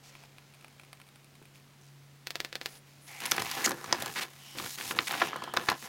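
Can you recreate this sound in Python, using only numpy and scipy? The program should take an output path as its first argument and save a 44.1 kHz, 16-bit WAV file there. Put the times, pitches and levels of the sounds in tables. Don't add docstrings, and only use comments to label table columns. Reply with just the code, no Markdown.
import sys
import numpy as np
from scipy import signal
from scipy.fft import rfft, irfft
from scipy.io import wavfile
from scipy.ndimage import uniform_filter1d

SR = 44100
rng = np.random.default_rng(int(sys.argv[2]) if len(sys.argv) > 2 else 0)


def file_out(sig):
    cols = np.atleast_2d(sig).T
    lim = np.clip(cols, -1, 1)
    pcm = np.round(lim * 32767).astype(np.int16)
    wavfile.write(sys.argv[1], SR, pcm)


N = 259308
TIME = np.arange(N) / SR
BEND_ATTACK_S, BEND_RELEASE_S = 0.013, 0.03

# start_s, pop_hz, pop_db, crack_db, fizz_db
SNAPS = [(3.2036, 1180, -49, -40, -42.5), (3.256, 1200, -40, -31.5, -36), (3.2611, 1090, -49, -37, -33),
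         (3.3134, 1260, -33, -27, -28), (3.3182, 1690, -24.5, -21, -31), (3.3645, 1030, -42, -40, -39),
         (3.381, 1680, -24.5, -42, -47), (3.402, 1260, -46, -40, -45), (3.4205, 1070, -31.5, -33, -39.5),
         (3.514, 1190, -47, -33, -37), (3.6604, 775, -34.5, -23.5, -32), (3.674, 1060, -27.5, -53, -56),
         (3.6936, 610, -53, -41, -34), (3.7081, 1220, -31.5, -40, -41), (3.7175, 427, -35, -37, -43),
         (3.8428, 980, -37.5, -45, -48), (3.9265, 880, -22.5, -19.5, -40.5),
         (4.023, 740, -36, -34.5, -34.5), (4.0601, 840, -37, -37, -37.5), (4.585, 1300, -53, -34.5, -45),
         (4.5984, 950, -35.5, -38, -54), (4.6613, 1350, -41, -40, -43), (4.7856, 1260, -47, -39.5, -45),
         (4.8108, 1240, -53, -35, -59), (4.91, 1330, -29.5, -31, -52), (4.9681, 944, -41, -50, -58),
         (4.9889, 1270, -23.5, -21.5, -58), (5.1028, 1010, -40, -39, -45), (5.1098, 840, -35.5, -30.5, -43),
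         (5.1267, 1037, -35, -38, -54), (5.14, 1370, -29.5, -55, -56), (5.2079, 1740, -34, -36, -58),
         (5.2171, 1220, -22.5, -33, -59), (5.22, 1260, -20.5, -33, -55), (5.3315, 1270, -31.5, -58, -68),
         (5.3592, 1040, -31.5, -54, -72), (5.421, 1140, -33.5, -53, -60), (5.4384, 550, -41, -40, -45),
         (5.477, 910, -37, -60, -68), (5.5382, 906, -31, -39.5, -40), (5.5668, 1300, -40, -31.5, -43.5),
         (5.571, 1200, -22, -24, -42), (5.6869, 1560, -20.5, -29, -53), (5.6897, 1100, -23.5, -28.5, -57),
         (5.6999, 1170, -31, -28.5, -36), (5.7175, 890, -25, -48, -49)]
# start_s, length_s, crinkle_db, tight_offset_db, flap_db
BENDS = [(3.206, 0.07, -42, 1, -52.5), (3.323, 0.1, -41.5, 2, -48), (3.443, .12, -42, 3.5, -57),
         (3.559, 0.083, -37.5, -1.5, -46.5), (3.657, .06, -39, -8, -37.5), (3.764, 0.17, -49.5, -4.5, -55),
         (3.877, 0.22, -43.5, -1, -48.5), (4.147, 0.091, -45, 0.5, -51), (4.256, .28, -61.5, 2.5, -75),
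         (4.545, .11, -49.5, 0.5, -49), (4.767, 0.1, -48, 2.5, -54), (4.895, .11, -47.5, -1, -46.5),
         (5.088, 0.2, -41, 3, -48.5), (5.289, 0.21, -50, -10, -53.5), (5.527, .1, -42.5, -3, -47.5),
         (5.662, 0.053, -40.5, -3, -57), (5.817, 0.049, -47, -0.5, -55.5)]
# freq_hz, gain_db
TAP_SPECTRUM = [(150, -6), (450, -6.5), (700, -0.5), (1100, 1), (1900, -5), (2450, 5), (2900, -4.5),
                (4500, -8.5), (7300, -22), (8800, -9), (11000, -15), (15000, -24)]
# freq_hz, gain_db
SLIDE_SPECTRUM = [(1000, -13), (4000, 3.5), (6700, 2.5), (8500, 0), (11500, -1.5), (16000, -5)]


def from_db(db):
    return 10 ** (np.asarray(db) / 20)


def rms_one(x):
    return x / np.sqrt(np.mean(x ** 2) + 1e-20)


def burst(x, db):
    return from_db(db) * x / np.sqrt(np.sum(x ** 2) / (.005 * SR) + 1e-20)


def add(out, start_s, sound):
    at = round(start_s * SR)
    out[at:at + len(sound)] += sound[:N - at]


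def together(envelopes):
    return np.sqrt(sum(e ** 2 for e in envelopes))


def drift(per_s):
    knots = rng.standard_normal(4096)
    return rms_one(np.interp(TIME * per_s, np.arange(len(knots)), knots))


def gesture(start_s, length_s, attack_s, release_s, swell_db=0):
    t = np.maximum(TIME - start_s, 0)
    hold = from_db(swell_db * (np.minimum(t / length_s, 1) - .5))
    return np.minimum(t / attack_s, 1) * hold * np.exp(-np.maximum(t - length_s, 0) / release_s)


def response(spectrum, tilt_db=0, size=2048):
    hz, db = np.transpose(spectrum)
    octave = np.log2(np.maximum(np.arange(size // 2 + 1), 1) * SR / size)
    gain = from_db(np.interp(octave, np.log2(hz), db) + tilt_db * octave)
    cepstrum = irfft(np.log(gain))
    cepstrum[1:size // 2] *= 2
    cepstrum[size // 2 + 1:] = 0
    return irfft(np.exp(rfft(cepstrum)))


def coloured(x, spectrum, tilt_db=0):
    return rms_one(signal.oaconvolve(x, response(spectrum, tilt_db))[:len(x)])


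def texture(x, spectrum, size=1000):
    x = coloured(x, spectrum)
    power = uniform_filter1d(uniform_filter1d(x ** 2, size), size // 2)
    return x / np.sqrt(power + 1e-9)


def resonance(x, hz, width_hz):
    radius = np.exp(-np.pi * width_hz / SR)
    feedback = [1, -2 * radius * np.cos(2 * np.pi * hz / SR), radius ** 2]
    return rms_one(signal.lfilter([1, 0, -1], feedback, x))


def shiver(decay_s, scatter, rise_s=0.0001, size=700):
    t = TIME[:size]
    envelope = np.exp(-np.abs(t - rise_s) / np.where(t < rise_s, rise_s / 2, decay_s))
    waves = rng.standard_normal(size) * envelope
    out = scatter * waves / np.linalg.norm(waves)
    out[round(rise_s * SR)] = 1
    return out


def grains(per_s, spread_db, clump_db, decay_s, smooth, facets=12):
    born = rng.random(N) < per_s * from_db(clump_db * drift(90)) / SR
    sizes = from_db(spread_db * np.minimum(rng.exponential(1, N), 4))
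    clicks = born * sizes * rng.choice([-1, 1], N)
    facet = rng.integers(0, facets, N)
    slips = sum(signal.oaconvolve(clicks * (facet == k), shiver(decay_s, scatter=1.51))[:N]
                for k in range(facets))
    return rms_one(slips) + smooth * rng.standard_normal(N)


def room_tone(hum_hz=139.9, waver_hz=0.36, waver_db=1.0, hiss_db=-61.5):
    # time_s, level_db
    hum_levels = [(0, -60.5), (1.1, -62), (1.6, -59.5), (2.2, -57.5), (2.5, -62.5), (2.9, -61.5),
                  (5.88, -62)]
    # freq_hz, gain_db
    hiss_spectrum = [(20, -3), (55, -2.5), (100, 8.5), (160, 5), (225, 9.5), (270, 6.5), (500, 0),
                     (1200, -1.5), (2300, -3), (4000, -6), (7500, -11), (11000, -13.5), (15500, -15.5)]
    level_db = np.interp(TIME, *np.transpose(hum_levels))
    phase = 2 * np.pi * np.cumsum(hum_hz + waver_hz * drift(6)) / SR
    hum = np.sqrt(2) * from_db(level_db + waver_db * drift(9.2)) * np.sin(phase)
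    return hum + from_db(hiss_db) * coloured(rng.standard_normal(N), hiss_spectrum)


def room_echo(x, wet_db=-10, first_echo_s=0.00303, t60_s=0.13, size=12000):
    walls = [(100, -2.5), (900, 1), (3500, -7.5), (8000, -5.0), (16000, 2)]   # freq_hz, gain_db
    t = TIME[:size]
    tail = rng.standard_normal(size) * from_db(-60 * t / t60_s) * (t > first_echo_s)
    tail = signal.fftconvolve(tail / np.linalg.norm(tail), response(walls))
    return from_db(wet_db) * signal.oaconvolve(x, tail)[:N]


def wafts():
    # start_s, length_s, level_db
    puffs = [(3.392, .06, -53), (3.97, 0.11, -59), (4.544, 0.098, -56), (4.81, .2, -63)]
    # freq_hz, gain_db
    air_spectrum = [(30, -30), (60, -17), (90, 3), (130, -1), (260, -16), (600, -54)]
    flow = together(from_db(db) * gesture(start_s, length_s, BEND_ATTACK_S, BEND_RELEASE_S)
                    for start_s, length_s, db in puffs)
    return flow * coloured(rng.standard_normal(N), air_spectrum)


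def knock(start_s=1.417, level_db=-50):
    # pitch_hz, gain_db, t60_s
    modes = [(408, 4.5, 0.032), (610, -5, 0.028), (880, -5, .03)]
    out, t = np.zeros(N), TIME[:4000]
    for hz, db, t60_s in modes:
        add(out, start_s, from_db(level_db + db - 60 * t / t60_s) * np.sin(2 * np.pi * hz * t))
    return out


def rubbing(grip_rub_db=-71.5, grip_hiss_db=-75):
    # start_s, length_s, rub_db, hiss_db
    strokes = [(0.021, 0.24, -60, -68), (0.267, 0.63, -68, -85), (1.536, 0.041, -63.5, -65.5),
               (2.332, 0.17, -61, -67.5), (2.614, .16, -58, -57.5), (2.854, .2, -67, -67)]
    # freq_hz, gain_db
    rub_spectrum = [(200, -7.5), (700, -1), (1100, -7), (2300, -1), (4500, -6.5), (7000, -9.5),
                    (15000, -35.5)]
    stroking = together(from_db([[rub_db], [hiss_db]]) * gesture(start_s, length_s, 0.01, 0.01)
                        for start_s, length_s, rub_db, hiss_db in strokes)
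    rub, hiss = together([stroking, from_db([[grip_rub_db], [grip_hiss_db]])])
    slips = grains(per_s=1300, spread_db=4.0, clump_db=5.5, decay_s=0.00083, smooth=0.81)
    return rub * texture(slips, rub_spectrum) + hiss * texture(slips, SLIDE_SPECTRUM)


def stutter(start_s=1.812, end_s=1.89, slips_per_s=94, level_db=-63.5):
    out = np.zeros(N)
    for at_s in np.arange(start_s, end_s, 1 / slips_per_s):
        slip = resonance(shiver(decay_s=0.0018, scatter=2.5), hz=5500, width_hz=2700)
        add(out, at_s + rng.uniform(-0.18, .2) / slips_per_s, burst(slip, level_db))
    return out


def ticks(start_s=.45, end_s=1.6, per_s=20, level_db=-58.5, spread_db=4.0, count=60):
    out, ring = np.zeros(N), response(TAP_SPECTRUM, tilt_db=2.5)
    times = start_s + np.cumsum(rng.exponential(1, count)) / per_s
    for at_s, size in zip(times, rng.standard_normal(count)):
        if at_s < end_s:
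            tick = signal.fftconvolve(shiver(decay_s=0.0025, scatter=1.2), ring)
            add(out, at_s, burst(tick, level_db + spread_db * size))
    return out


def taps(gain_db=2.0):
    # start_s, level_db
    touches = [(0.153, -50), (0.2372, -52.5), (0.3836, -50.5), (0.6458, -48.5), (0.7973, -50),
               (0.8349, -56), (0.9304, -46.5), (1.0007, -54), (1.016, -53), (1.1586, -56)]
    out, ring = np.zeros(N), response(TAP_SPECTRUM)
    for start_s, db in touches:
        tap = signal.fftconvolve(shiver(decay_s=0.003, scatter=0.89), ring)
        add(out, start_s, burst(tap, db + gain_db))
    return out


def jerks(gain_db=0.35, loading_s=.005, loading_db=-18.5, rebound_s=0.0041, rebound_db=-13.5):
    # start_s, level_db, tilt_db_per_octave
    releases = [(2.271, -33, 1.5), (2.3062, -34, 1.5), (2.3559, -31, 0), (2.4032, -29, 0.2),
                (2.4483, -33, 0), (2.5281, -37, -.8), (2.555, -31.5, -.3), (2.6139, -36, -1),
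                (2.6594, -29.5, 1)]
    # freq_hz, gain_db
    edge_spectrum = [(120, -13.5), (350, 1), (600, 0.5), (1050, -4), (1800, 3.5), (3000, 1), (4500, 1.5),
                     (6500, -8.5), (9500, -15), (14000, -17)]
    out = np.zeros(N)
    for start_s, db, tilt_db in releases:
        ring = response(edge_spectrum, tilt_db)
        for delay_s, drop_db in (0, 0), (rebound_s * rng.uniform(0.65, 1.3), rebound_db):
            pulse = signal.fftconvolve(shiver(decay_s=0.0095, scatter=0.42), ring)
            add(out, start_s + delay_s, -burst(pulse, db + drop_db + gain_db))
        scrape = signal.fftconvolve(shiver(decay_s=0.0096, scatter=4.0), ring)
        add(out, start_s - loading_s, burst(scrape, db + loading_db))
    return out


def air_gaps(attack_share=0.091):
    # start_s, length_s, level_db, pitch_hz, width_hz
    gaps = [(0.032, 0.071, -60, 5460, 2500), (2.682, 0.11, -62, 10200, 1000),
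            (3.013, 0.091, -61, 10200, 1400), (3.06, 0.28, -51, 2175, 420), (3.062, 0.16, -57.5, 810, 200),
            (3.641, 0.015, -31.5, 2020, 250), (3.644, 0.019, -27, 6700, 450), (4.382, 0.23, -56, 3030, 280),
            (4.447, .13, -59.5, 5400, 450), (5.326, 0.17, -53, 1266, 150), (5.297, 0.23, -53.5, 3120, 230),
            (5.323, 0.14, -61, 4260, 260), (5.33, 0.17, -70, 5300, 300)]
    out = np.zeros(N)
    for start_s, length_s, db, hz, width_hz in gaps:
        envelope = gesture(start_s, length_s, attack_share * length_s, release_s=0.0023, swell_db=1.5)
        out += from_db(db) * envelope * resonance(rng.standard_normal(N), hz, width_hz)
    return out


def drags(fade_s=0.0027):
    # start_s, length_s, level_db, tilt_db_per_octave
    pulls = [(3.64, 0.02, -31, 4), (4.157, 0.041, -34, -1.1), (4.208, 0.028, -35, 0.5),
             (5.069, 0.015, -31.5, 1.4)]
    # freq_hz, gain_db
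    rasp_spectrum = [(120, -31), (600, -7.5), (1100, -2.5), (2050, 2.5), (3000, -2.5), (4400, -5.5),
                     (7200, -13.5), (9500, -14), (16000, -23.5)]
    out = np.zeros(N)
    slips = grains(per_s=4500, spread_db=1.0, clump_db=4.5, decay_s=0.00033, smooth=0.98)
    for start_s, length_s, db, tilt_db in pulls:
        t, at = TIME[:int((length_s + fade_s) * SR)], int(start_s * SR)
        envelope = np.clip(np.minimum(t, t[-1] - t) / fade_s, 0, 1)
        rasp = coloured(slips[at:at + len(t)], rasp_spectrum, tilt_db)
        add(out, start_s, from_db(db) * envelope * rasp)
    return out


def bending():
    return together(from_db([[db], [db + tight_offset_db], [flap_db]])
                    * gesture(start_s, length_s, BEND_ATTACK_S, BEND_RELEASE_S)
                    for start_s, length_s, db, tight_offset_db, flap_db in BENDS)


def trembling(decay_s=0.022):
    kicks = np.zeros(N)
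    for start_s, _, pop_db, *_ in SNAPS:
        kicks[round(start_s * SR)] = from_db(pop_db) ** 2
    power = signal.lfilter([1], [1, -np.exp(-2 / (decay_s * SR))], kicks + 1e-18)
    return np.sqrt(power)


def unfolding(bend_broad, bend_tight, bend_flap, tight_gain_db=-2.0, slide_gain_db=1.16):
    # start_s, length_s, midway_level_db, swell_db
    slides = [(3.065, .14, -54, 0), (3.199, 0.49, -45, 7.5), (3.73, 0.5, -50.5, 9), (4.26, 0.33, -57, 8),
              (4.569, .18, -44, 2.5), (4.774, .14, -42.5, 6), (4.956, .32, -45.5, 1.5),
              (5.29, .24, -63, -6), (5.544, 0.166, -50.5, 10), (5.746, 0.11, -51.5, 10.5)]
    # freq_hz, gain_db
    broad_spectrum = [(150, -44.5), (450, -13), (800, 5.5), (1200, 5), (1750, 10), (2500, -17), (6000, -52)]
    tight_spectrum = [(600, -23.5), (1500, 9), (2100, 11.5), (3200, 7.5), (5200, 1), (7500, -4.5),
                      (15000, -38.5)]
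    flap_spectrum = [(30, -30.5), (65, -19.5), (110, -4), (230, 1.5), (380, 4.5), (560, -4.5),
                     (1000, -27.5), (3000, -65)]
    slide = together(from_db(db) * gesture(start_s, length_s, 0.005, .02, swell_db)
                     for start_s, length_s, db, swell_db in slides)
    tremble = trembling()
    stirred = from_db(-11.5) * together([tremble, slide])
    broad = together([bend_broad, stirred])
    tight = from_db(tight_gain_db) * together([bend_tight, from_db(-2) * stirred])
    flap = together([bend_flap, from_db(-16) * tremble, from_db(-30.5) * slide])
    creases = grains(per_s=1100, spread_db=4.5, clump_db=5, decay_s=0.00096, smooth=0.4)
    crinkle = broad * texture(creases, broad_spectrum) + tight * texture(creases, tight_spectrum)
    panels = flap * texture(creases, flap_spectrum)
    friction = texture(creases + 0.71 * rng.standard_normal(N), SLIDE_SPECTRUM)
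    return crinkle + panels + from_db(slide_gain_db) * slide * friction


def small_snap_rows(bend, per_s=18, pop_hz=1130, spread_octaves=0.3, spread_db=4.5, count=300):
    offsets_db = np.array([-1.5, 0, -4.5])
    times = BENDS[0][0] + np.cumsum(rng.exponential(1, count)) / per_s
    rows = []
    for at_s, (pitch, *sizes) in zip(times, rng.standard_normal((count, 4))):
        if at_s < TIME[-1]:
            bend_db = 20 * np.log10(bend[int(at_s * SR)] + 1e-5)
            levels_db = bend_db + offsets_db + spread_db * np.array(sizes)
            rows.append((at_s, pop_hz * 2 ** (spread_octaves * pitch), *levels_db))
    return rows


def snaps(rows, gain_db=0.1, rise_s=.0009, lingering=.25, sharpest_db=-20):
    # pitch_ratio, gain_db
    pop_spectrum = [(.03, -35), (.08, -28), (.25, -15.5), (.6, -6), (.85, 1.5), (1.05, 1.5), (1.5, -3.5),
                    (2.1, -10), (4, -42), (9, -67)]
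    # freq_hz, gain_db
    crack_spectrum = [(500, -39), (1300, -11.5), (2000, -2), (3500, -2), (5300, -2), (7500, -13),
                      (14000, -66)]
    fizz_spectrum = [(2000, -76), (5500, 2), (7500, 5.5), (11000, 5), (16000, -1.5)]
    # time_s, pitch_ratio
    fold_pitch = [(3.2, 1.01), (3.9, 1.03), (4.9, 0.68), (5.7, 0.89)]
    out = np.zeros(N)
    for start_s, pop_hz, *levels_db in rows:
        pitch = np.interp(start_s, *np.transpose(fold_pitch))
        spectra = (np.array(pop_spectrum) * [pop_hz, 1],
                   np.array(crack_spectrum) * [pitch, 1],
                   fizz_spectrum)
        stretch = from_db(lingering * min(sharpest_db - max(levels_db), 30))
        kicks = (shiver(decay_s=0.0025 * stretch, scatter=1.5, rise_s=rise_s * stretch),
                 shiver(decay_s=0.0019 * stretch, scatter=2.9, rise_s=rise_s),
                 shiver(decay_s=0.0017, scatter=3.9, rise_s=rise_s))
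        leads_s = rise_s * stretch, rise_s, rise_s
        for kick, spectrum, db, lead_s in zip(kicks, spectra, levels_db, leads_s):
            ring = signal.fftconvolve(kick, response(spectrum))
            add(out, start_s - lead_s, burst(ring, db + gain_db))
    return out


def scene():
    broad, tight, flap = bending()
    picking = taps() + ticks() + rubbing() + stutter() + knock() + jerks()
    buckling = snaps(SNAPS) + snaps(small_snap_rows(broad))
    paper = picking + buckling + drags() + air_gaps() + unfolding(broad, tight, flap)
    return (paper + room_echo(paper) + wafts() + room_tone())[None]


def record(dry):
    return signal.sosfilt(signal.ellip(10, .1, 70, 16000, fs=SR, output="sos"), dry)


dry = scene()
out = record(dry)
file_out(out)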